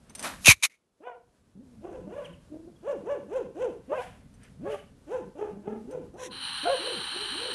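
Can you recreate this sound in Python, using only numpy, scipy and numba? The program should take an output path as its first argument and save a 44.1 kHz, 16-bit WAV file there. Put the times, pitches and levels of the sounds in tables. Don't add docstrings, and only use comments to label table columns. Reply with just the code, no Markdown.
import sys
import numpy as np
from scipy import signal
from scipy.fft import rfft, irfft
from scipy.io import wavfile
from scipy.ndimage import map_coordinates
from numba import njit

SR = 44100
rng = np.random.default_rng(int(sys.argv[2]) if len(sys.argv) > 2 else 0)


def materialize(psi):
    bounded = np.clip(np.atleast_2d(psi).T, -1, 1)
    quanta = np.round(bounded * 32767).astype(np.int16)
    wavfile.write(sys.argv[1], SR, quanta)


def linear_from_db(decibels):
    return 10 ** (np.asarray(decibels, float) / 20)


N = 332514

# f/Hz, density/dB
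WIND_SPECTRUM = [(8.8, -52.5), (15, -24), (36, -5), (75, -2), (237, -5.5), (286, -10), (327, -34.5),
                 (500, -26.5), (650, -55), (1100, -120)]
HUM_SPECTRUM = [(120, -29), (200, -10), (264, -12), (332, -11.5), (540, -12.5), (752, -19), (1540, -24),
                (2220, -29), (11000, -32.5), (12900, -47), (16800, -78), (22000, -120)]
WIND_DB, HUM_DB = -60.5, -77.5
# peak t/s, rise/s, fade/s, level/dB
GUSTS = [
    (.4, 0.19, 0.149, -49.5),
    (1.59, 0.27, 0.21, -71),
    (2.052, .8, 0.64, -57.5),
    (4.3, 1.5, 1.26, -62.5),
    (4.66, 0.56, 0.31, -62),
    (5.92, 1.5, 1.2, -71),
]
# peak t/s, rise/s, fade/s, level/dB
RUSTLE = [
    (0.2356, 0.18, 0.16, -62),
]
DUCK_FROM_S, DUCKED_S, BACK_S = 0.35, 0.72, 1.99
WIND_DUCK_DB, HUM_DUCK_DB = -29.5, -13

# t/s, length/s, from f/Hz, to f/Hz, level/dB
CHIRPS = [
    (2.24, 0.032, 3370, 1935, -44.5),
    (2.324, 0.024, 3210, 2595, -62),
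    (2.756, 0.021, 3394, 3130, -64),
    (4.709, 0.024, 3105, 2374, -47),
    (4.786, 0.026, 3100, 2560, -54),
]

# top t/s, rise/s, top f/Hz, level/dB, octave against it/dB
WOOFS = [
    (2.904, 0.071, 564, -28.5, -19.5),
    (3.126, 0.09, 565.6, -29, -19.5),
    (3.372, 0.086, 528, -26.5, -20.5),
    (3.638, 0.086, 518, -26.5, -18.5),
    (5.155, 0.081, 512.5, -29, -16.5),
]
GRUMBLES = [
    (1.95, .06, 533, -42.5, -15),
    (5.94, .06, 518, -37.5, -19.5),
    (6.216, 0.077, 515.7, -47.5, -9),
    (6.886, 0.092, 505.4, -39.5, -20),
    (7.455, 0.14, 497.4, -40.5, -15),
]
YAPS = [
    (1.858, 0.041, 368.5, -45, -8.5),
    (2.172, 0.098, 566.5, -39, -17),
    (5.422, 0.067, 426.8, -36, -14.5),
    (5.686, .056, 437.5, -43.5, -11.5),
    (7.188, 0.082, 411, -46.5, -14),
]
WHOOPS = [
    (1.05, 0.043, 487.7, -47.5, -4),
    (3.945, .062, 506.6, -35.5, -5.5),
    (4.675, 0.08, 408.5, -35.5, -11.5),
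    (6.692, .055, 523, -28, -13),
]
WOOF = dict(climb=11, sag=22, hold_s=0, fall_s=0.11, catch_db=-46.5, leave_db=-56.5, early_db=-5,
            late_db=-15, rough_db=2, tilt_db=-9, half_db=-15, breath_db=-16.5, echo_db=0)
GRUMBLE = dict(climb=7.8, sag=15, hold_s=0, fall_s=0.11, catch_db=-42.5, leave_db=-51, early_db=-9.5,
               late_db=-30.5, rough_db=4, tilt_db=-9, half_db=-14, breath_db=-15, echo_db=4)
YAP = dict(climb=9.9, sag=2.94, hold_s=0, fall_s=0.0765, catch_db=-53.5, leave_db=-53.5, early_db=-2,
           late_db=-7, rough_db=4, tilt_db=-7.5, half_db=-18, breath_db=-17, echo_db=4.5)
WHOOP = dict(climb=18, sag=2.5, hold_s=0.06, fall_s=0.039, catch_db=-40.5, leave_db=-69, early_db=-11,
             late_db=-12, rough_db=2.4, tilt_db=-7, half_db=-18, breath_db=-27.5, echo_db=-8)
CATCH_BELOW_TOP_DB = -8
# t/s, length/s, from
# f/Hz, to f/Hz, level/dB
WHIMPERS = [(1.055, 0.097, 770.5, 702, -46.5), (1.13, 0.085, 500, 472, -54), (1.552, 0.085, 165, 293, -46),
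            (1.643, 0.18, 269.7, 216.6, -54), (2.0, 0.11, 168.6, 216.4, -46),
            (2.27, .09, 150.7, 180.6, -53), (2.507, 0.093, 299, 331, -43), (2.587, 0.11, 313, 351, -48.5),
            (2.687, 0.055, 256.6, 143.5, -52.5), (2.98, 0.062, 201, 196.6, -51),
            (3.22, 0.069, 201.3, 210.4, -51.5), (3.47, 0.06, 189.6, 187, -50.5),
            (3.9, 0.064, 553, 656, -30), (3.97, 0.1, 800, 724, -39.5), (4.658, 0.1, 549.5, 569, -33),
            (5.11, 0.13, 856, 898, -47), (5.25, 0.076, 186.6, 188, -49.5),
            (5.512, 0.172, 189.8, 213.7, -49.5), (5.678, 0.15, 213.4, 229.5, -41.5),
            (5.844, 0.083, 232.7, 305, -41.5), (5.951, 0.084, 152.2, 165, -49),
            (6.312, 0.3, 266, 258, -56.5), (6.66, 0.042, 686, 723, -24)]
WHIMPER_TOP = 0.35
WHIMPER_CATCH_DB, WHIMPER_LEAVE_DB, WHIMPER_OCTAVE_DB = -5, -8, -14
# f/Hz, level/dB
DOG_THROAT = [(150, 30), (400, 7), (560, 8.5), (750, -2), (1100, -8.5), (1600, -9), (2100, -18),
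              (2700, -10), (3600, -23.5), (4500, -69)]
# f/Hz, density/dB
DOG_BREATH = [(410, -22), (700, -38), (849, 4), (1230, -30.5), (1500, -11), (2150, -26.5), (2670, -15),
              (4330, -36), (4880, -38.5), (6060, -22.5), (8600, -32), (11200, -35), (12500, -60),
              (16200, -92), (22000, -120)]
# delay t/s, level/dB
WALL_ECHOES = [
    (.047, -13.5),
    (.083, -13.5),
    (.125, -42),
]
YARD_T60_S, YARD_DB = 0.5, -8.5

# peak t/s, rise/s, fade/s, low scrape level/dB, bright scrape level/dB
DRAGS = [
    (.108, 0.065, 0.029, -57, -73),
    (.2, 0.05, 0.082, -51.5, -55.5),
    (0.247, 0.037, 0.18, -31.5, -37),
    (0.45, 0.061, 0.0065, -54, -41.5),
]
# f/Hz, density/dB
SCRAPE_SPECTRUM = [(88, -38.5), (150, -9), (319, -1.5), (403, -13.5), (524, -3.5), (1450, -2), (4000, -13),
                   (5200, -46.5), (8800, -120)]
# peak t/s, rise/s, fade/s, level/dB
BRUSHES = [
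    (2.254, .25, 0.25, -63),
    (4.02, 0.19, .25, -53),
    (4.452, 0.13, 0.107, -63),
    (4.724, 0.11, 0.21, -53),
    (5.122, 0.06, 0.11, -63.5),
    (5.906, .025, 0.43, -74),
]
# f/Hz, density/dB
BRUSH_SPECTRUM = [(880, -11), (1500, 1), (3080, -3.5), (4120, -16.5), (11200, -16.5), (12500, -36),
                  (16200, -69), (22000, -120)]
# t/s, peak level/dB
CLAWS = [(0.0954, -38.5), (0.1507, -22), (0.1822, -32), (0.1939, -22), (0.226, -19.5), (2.252, -45),
         (2.3294, -55), (4.34, -48), (4.4327, -43.5), (5.91, -39.5), (6.1405, -52.5)]
# f/Hz, level/dB, decay time T60/s
WIRE_MODES = [(3670, -29, 0.08), (6150, -10.5, 0.11), (8750, -9, 0.064), (8940, -4, 0.0043),
              (9600, -22, 0.021)]

# t/s, level/dB
GASP = [
    (6.17, -72),
    (6.195, -56.5),
    (6.235, -47),
    (6.275, -51.5),
    (6.293, -75),
]
# f/Hz, density/dB
GASP_SPECTRUM = [(710, -39), (1200, -10), (1880, 5), (2200, -2.5), (3930, -0.5), (4830, -21), (5700, 4),
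                 (8870, -10), (9780, -4), (11700, -17), (12500, -57.5), (16200, -84), (22000, -120)]
# t/s, level/dB
HISS = [
    (6.3, -71),
    (6.316, -47.5),
    (6.45, -37.5),
    (7.54, -37),
]
# f/Hz, density/dB
HISS_SPECTRUM = [(410, -39), (700, -30), (780, -6.5), (1370, -5.5), (1590, -2), (2090, -12), (2690, -6),
                 (3040, 5), (3510, -9.5), (4100, 5), (5150, -27.5), (5950, -19.5), (6960, -56),
                 (9180, -15.5), (12400, -41), (16100, -69), (22000, -120)]
HISS_TOP_HZ, HISS_SINK_HZ_PER_S, HISS_TOP_DB = 9270, 380, -8

# t/s, hold/s, fade/s, mouth level/dB, teeth against the mouth level/dB
SPITS = [
    (0.393, 0.046, .01, -65.5, -9),
    (0.447, 0.012, 0.0068, -33, -2.5),
    (.458, 0.0054, .006, -25.5, 5),
    (.468, .048, 0.024, -8, -5.5),
    (0.563, 0.069, 0.021, -64, -2),
    (0.626, 0.0049, .006, -38, 6),
    (0.633, 0.021, 0.018, -21, -1.5),
    (0.697, 0.03, 0.092, -61.5, -9),
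]
SPIT_ATTACK_S = 0.0022
# t/s, f/Hz
MOUTH = [
    (.44, 2520),
    (.467, 2710),
    (.507, 2290),
    (.62, 2360),
    (.655, 2350),
    (.68, 2105),
    (.82, 2300),
]
# f/Hz, density/dB
TEETH_SPECTRUM = [(350, -59.5), (600, -30), (1070, -13), (1760, -19.5), (2370, -9.5), (3310, -16),
                  (3760, -7), (4920, -16.5), (6300, -6.5), (7700, -14.5), (10200, -11.5), (11600, -15.5),
                  (12900, -63), (16800, -95), (22000, -120)]
# peak t/s, rise/s, fade/s, level/dB
THUMP = [
    (.478, .002, .045, -13.5),
]
THUMP_FROM_HZ, THUMP_TO_HZ, THUMP_DROP_S = 850, 75, 0.0044
# peak t/s, rise/s, fade/s, level/dB
PUFF = [
    (.49, 0.017, .055, -17),
]

CUTOFF_HZ, FLAT_HZ = 12050, 11500


def rms_one(x):
    return x / np.sqrt(np.mean(x ** 2) + 1e-20)


def band(x, low_hz, high_hz):
    return signal.sosfilt(signal.butter(2, [low_hz, high_hz], "band", fs=SR, output="sos"), x)


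def at_hz(points, hz):
    point_hz, level_db = np.transpose(points)
    return np.interp(np.log(hz + 1), np.log(point_hz), level_db)


def in_time(rows):
    s, *columns = np.transpose(rows)
    t = np.arange(N) / SR
    gate = np.clip(np.minimum(t - s[0], s[-1] - t) / 0.005 + 1, 0, 1)
    return [gate] + [np.interp(t, s, c) for c in columns]


def swell(s, rise_s, fade_s, level_db, hold_s=0):
    t = np.arange(N) / SR - s
    away = np.maximum(-t / rise_s, (t - hold_s) / fade_s)
    return linear_from_db(level_db - 30 * np.clip(away, 0, 5))


def coloured(x, spectrum, low_hz, high_hz):
    hz = np.arange(N // 2 + 1) * SR / N
    shaped = rfft(x) * linear_from_db(at_hz(spectrum, np.minimum(hz, FLAT_HZ)))
    inside = irfft(shaped * (hz > low_hz) * (hz < high_hz), N)
    return irfft(shaped, N) / np.std(inside)


def flutter(rate_hz, depth_db):
    r = np.exp(-2 * np.pi * rate_hz / SR)
    noise = rng.standard_normal(N + SR)
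    slow = signal.lfilter([1], [1, -2 * r, r * r], noise)[SR:]
    return rms_one(linear_from_db(depth_db * rms_one(slow)))


def air(rate_hz, depth_db):
    return rng.standard_normal(N) * flutter(rate_hz, depth_db)


@njit
def moving_resonance(x, hz, r, sr):
    y = np.zeros_like(x)
    for i in range(2, len(x)):
        drive = (1 - r * r) / 2 * (x[i] - x[i - 2])
        y[i] = drive + 2 * r * np.cos(2 * np.pi * hz[i] / sr) * y[i - 1] - r * r * y[i - 2]
    return y


def mouth(x, hz, width_hz):
    return rms_one(moving_resonance(x, hz, np.exp(-np.pi * width_hz / SR), SR))


def background():
    duck = np.interp(np.arange(N) / SR, [DUCK_FROM_S, DUCKED_S, BACK_S], [0, 1, 0])
    wind_gain = linear_from_db(WIND_DB + WIND_DUCK_DB * duck) + sum(swell(*row) for row in GUSTS)
    hum_gain = linear_from_db(HUM_DB + HUM_DUCK_DB * duck) + swell(*RUSTLE[0])
    wind = wind_gain * coloured(air(26, 2.3), WIND_SPECTRUM, 25, 140)
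    hum = hum_gain * coloured(air(8, 1.2), HUM_SPECTRUM, 5000, 8000)
    return wind + hum


def bird():
    out = np.zeros(N)
    for s, length, from_hz, to_hz, level_db in CHIRPS:
        hz = from_hz + (to_hz - from_hz) * np.linspace(0, 1, round(length * SR)) ** 2
        whistle = np.sin(2 * np.pi * np.cumsum(hz) / SR)
        out[round(s * SR):][:len(hz)] += linear_from_db(level_db) * np.hanning(len(hz)) * whistle
    return out


def bark(s, rise_s, hz, level_db, octave_db, kind):
    octave_db = octave_db + level_db
    hold_s, fall_s = kind["hold_s"], kind["fall_s"]
    catch_db = min(kind["catch_db"], level_db + CATCH_BELOW_TOP_DB)
    start = (s - rise_s, hz * 2 ** (-kind["climb"] * rise_s), catch_db, octave_db + kind["early_db"])
    top = [(at, hz, level_db, octave_db) for at in sorted({s, s + hold_s})]
    end = (s + hold_s + fall_s, hz * 2 ** (-kind["sag"] * fall_s), kind["leave_db"],
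           octave_db + kind["late_db"])
    return [start, *top, end]


def whimper(s, length, from_hz, to_hz, level_db):
    shape = [(0, WHIMPER_CATCH_DB), (WHIMPER_TOP, 0), (1, WHIMPER_LEAVE_DB)]
    return [(s + share * length, from_hz + share * (to_hz - from_hz), level_db + db,
             level_db + db + WHIMPER_OCTAVE_DB) for share, db in shape]


def arched(rows, span):
    s, *columns = np.transpose(rows)
    t = np.arange(span.start, min(span.stop, N)) / SR
    place = np.interp(t, s, np.arange(len(s)))
    return [map_coordinates(c, [place], order=2, mode="nearest") for c in columns]


def call(chance, rows, tilt_db, half_db, breath_db, rough_db):
    start_s, end_s = rows[0][0], rows[-1][0]
    span = slice(round(start_s * SR) - 400, round(end_s * SR) + 400)
    t = np.arange(span.start, min(span.stop, N)) / SR
    gate = np.clip(np.minimum(t - start_s, end_s - t) / 0.008 + 1, 0, 1)
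    hz, first_db, second_db = arched(rows, span)
    breath, jitter, shimmer = chance[:, span]
    phase = 2 * np.pi * np.cumsum(hz * linear_from_db(0.09 * rough_db * jitter)) / SR
    order = np.arange(2, 25)[:, None] / 2
    partial_db = second_db + at_hz(DOG_THROAT, order * hz) - at_hz(DOG_THROAT, 2 * hz)
    partial_db += tilt_db * np.log2(order / 2)
    partial_db += half_db * (order % 1 > 0)
    wavering = np.array([0.3 * rough_db * np.roll(shimmer, 331 * k) for k in range(len(order))])
    partial_db += 6 * np.tanh(wavering)
    partial_db[0] = first_db
    voiced = np.sqrt(2) * np.sum(linear_from_db(partial_db) * np.sin(order * phase), axis=0)
    breath_gain = linear_from_db(0.42 * first_db + 0.66 * second_db + breath_db)
    puffs = breath_gain * breath * (1 + 0.89 * np.sin(phase))
    return span, gate * (voiced * linear_from_db(rough_db * shimmer) + puffs)


def dogs():
    breath = coloured(air(67, 2.8), DOG_BREATH, 1330, 12000)
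    jitter = rms_one(flutter(60, 1) - 1)
    shimmer = rms_one(flutter(50, 1) - 1)
    chance = np.array([breath, jitter, shimmer])
    out = np.zeros((2, N))
    for table, kind in [(WOOFS, WOOF), (GRUMBLES, GRUMBLE), (YAPS, YAP), (WHOOPS, WHOOP)]:
        for row in table:
            span, sound = call(chance, bark(*row, kind), kind["tilt_db"], kind["half_db"],
                               kind["breath_db"], kind["rough_db"])
            out[:, span] += sound * linear_from_db([[0], [kind["echo_db"]]])
    for row in WHIMPERS:
        span, sound = call(chance, whimper(*row), tilt_db=-14, half_db=-14, breath_db=-30, rough_db=3.8)
        out[:, span] += sound * linear_from_db([[0], [-4.5]])
    return out


def yard(x):
    t = np.arange(SR) / SR
    tail = rng.standard_normal(SR) * linear_from_db(-60 * t / YARD_T60_S) * np.clip(t / 0.0084, 0, 1)
    response = linear_from_db(YARD_DB) * tail / np.sqrt(np.sum(tail ** 2))
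    for delay, level_db in WALL_ECHOES:
        response[round(delay * SR)] += linear_from_db(level_db)
    return band(signal.fftconvolve(x, response)[:N], 233, 6000)


def paws():
    grains = air(400, 1.0)
    low_gain = sum(swell(s, rise, fade, low_db) for s, rise, fade, low_db, _ in DRAGS)
    bright_gain = sum(swell(s, rise, fade, bright_db) for s, rise, fade, _, bright_db in DRAGS)
    brush_gain = linear_from_db(-3.0) * sum(swell(*row) for row in BRUSHES)
    out = low_gain * coloured(grains, SCRAPE_SPECTRUM, 280, 3400)
    out += bright_gain * rms_one(band(grains, 3500, 13000))
    return out + brush_gain * coloured(grains, BRUSH_SPECTRUM, 3130, 11000)


def claws():
    clicks = np.zeros(N)
    clicks[[round(s * SR) for s, db in CLAWS]] = linear_from_db(np.array(CLAWS)[:, 1])
    skid_gain = signal.lfilter([1], [1, -linear_from_db(-60 / (0.062 * SR))], clicks + 1e-18)
    skid = skid_gain * rng.standard_normal(N)
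    out = linear_from_db(-18.5) * band(skid, 670, 9900)
    for hz, level_db, t60 in WIRE_MODES:
        r = linear_from_db(-60 / (0.41 * t60 * SR))
        w = 2 * np.pi * hz / SR
        ringing = signal.lfilter([0, np.sin(w)], [1, -2 * r * np.cos(w), r * r], skid)
        out += linear_from_db(level_db - 27.0) * ringing
    return out


def hiss():
    gate, level_db = in_time(GASP)
    gasp = gate * linear_from_db(level_db) * coloured(air(67, 1.5), GASP_SPECTRUM, 5450, 12500)
    gate, level_db = in_time(HISS)
    top_hz = HISS_TOP_HZ - HISS_SINK_HZ_PER_S * (np.arange(N) / SR - HISS[0][0])
    flow = air(180, 1.1)
    body = coloured(flow, HISS_SPECTRUM, 2974, 4800)
    body += linear_from_db(HISS_TOP_DB - 4.5) * mouth(flow, top_hz, 340)
    return gasp + gate * linear_from_db(level_db) * body


def thump():
    since = np.clip(np.arange(N) / SR - THUMP[0][0], 0, 1)
    hz = THUMP_TO_HZ + THUMP_FROM_HZ * np.exp(-since / THUMP_DROP_S)
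    knock = swell(*THUMP[0]) * np.sin(2 * np.pi * np.cumsum(hz * (since > 0)) / SR)
    return knock + swell(*PUFF[0]) * rms_one(band(air(40, 7.5), 47, 130))


def spits():
    blast = air(90, 1.9)
    mouth_hz = in_time(MOUTH)[1]
    ring = linear_from_db(-2.5) * mouth(blast, mouth_hz, 210)
    spray = coloured(blast, TEETH_SPECTRUM, 4000, 11000)
    out = np.zeros(N)
    for s, hold_s, fade_s, level_db, teeth_db in SPITS:
        gain = swell(s, SPIT_ATTACK_S, fade_s, level_db, hold_s)
        out += gain * (ring + linear_from_db(teeth_db) * spray)
    return out + thump()


def scene():
    straight, to_walls = dogs() + bird()
    far = straight + yard(to_walls)
    animal = paws() + claws() + hiss() + spits()
    return (background() + far + animal)[None]


def band_limit(x):
    return signal.sosfilt(signal.butter(12, 13040, fs=SR, output="sos"), x)


def record(dry):
    rounded = 0.85 * np.tanh(dry / 0.85)
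    steep = signal.ellip(10, 0.5, 70, CUTOFF_HZ, fs=SR, output="sos")
    mix = signal.sosfilt(steep, rounded)
    return band_limit(mix)


dry = scene()
out = record(dry)
materialize(out)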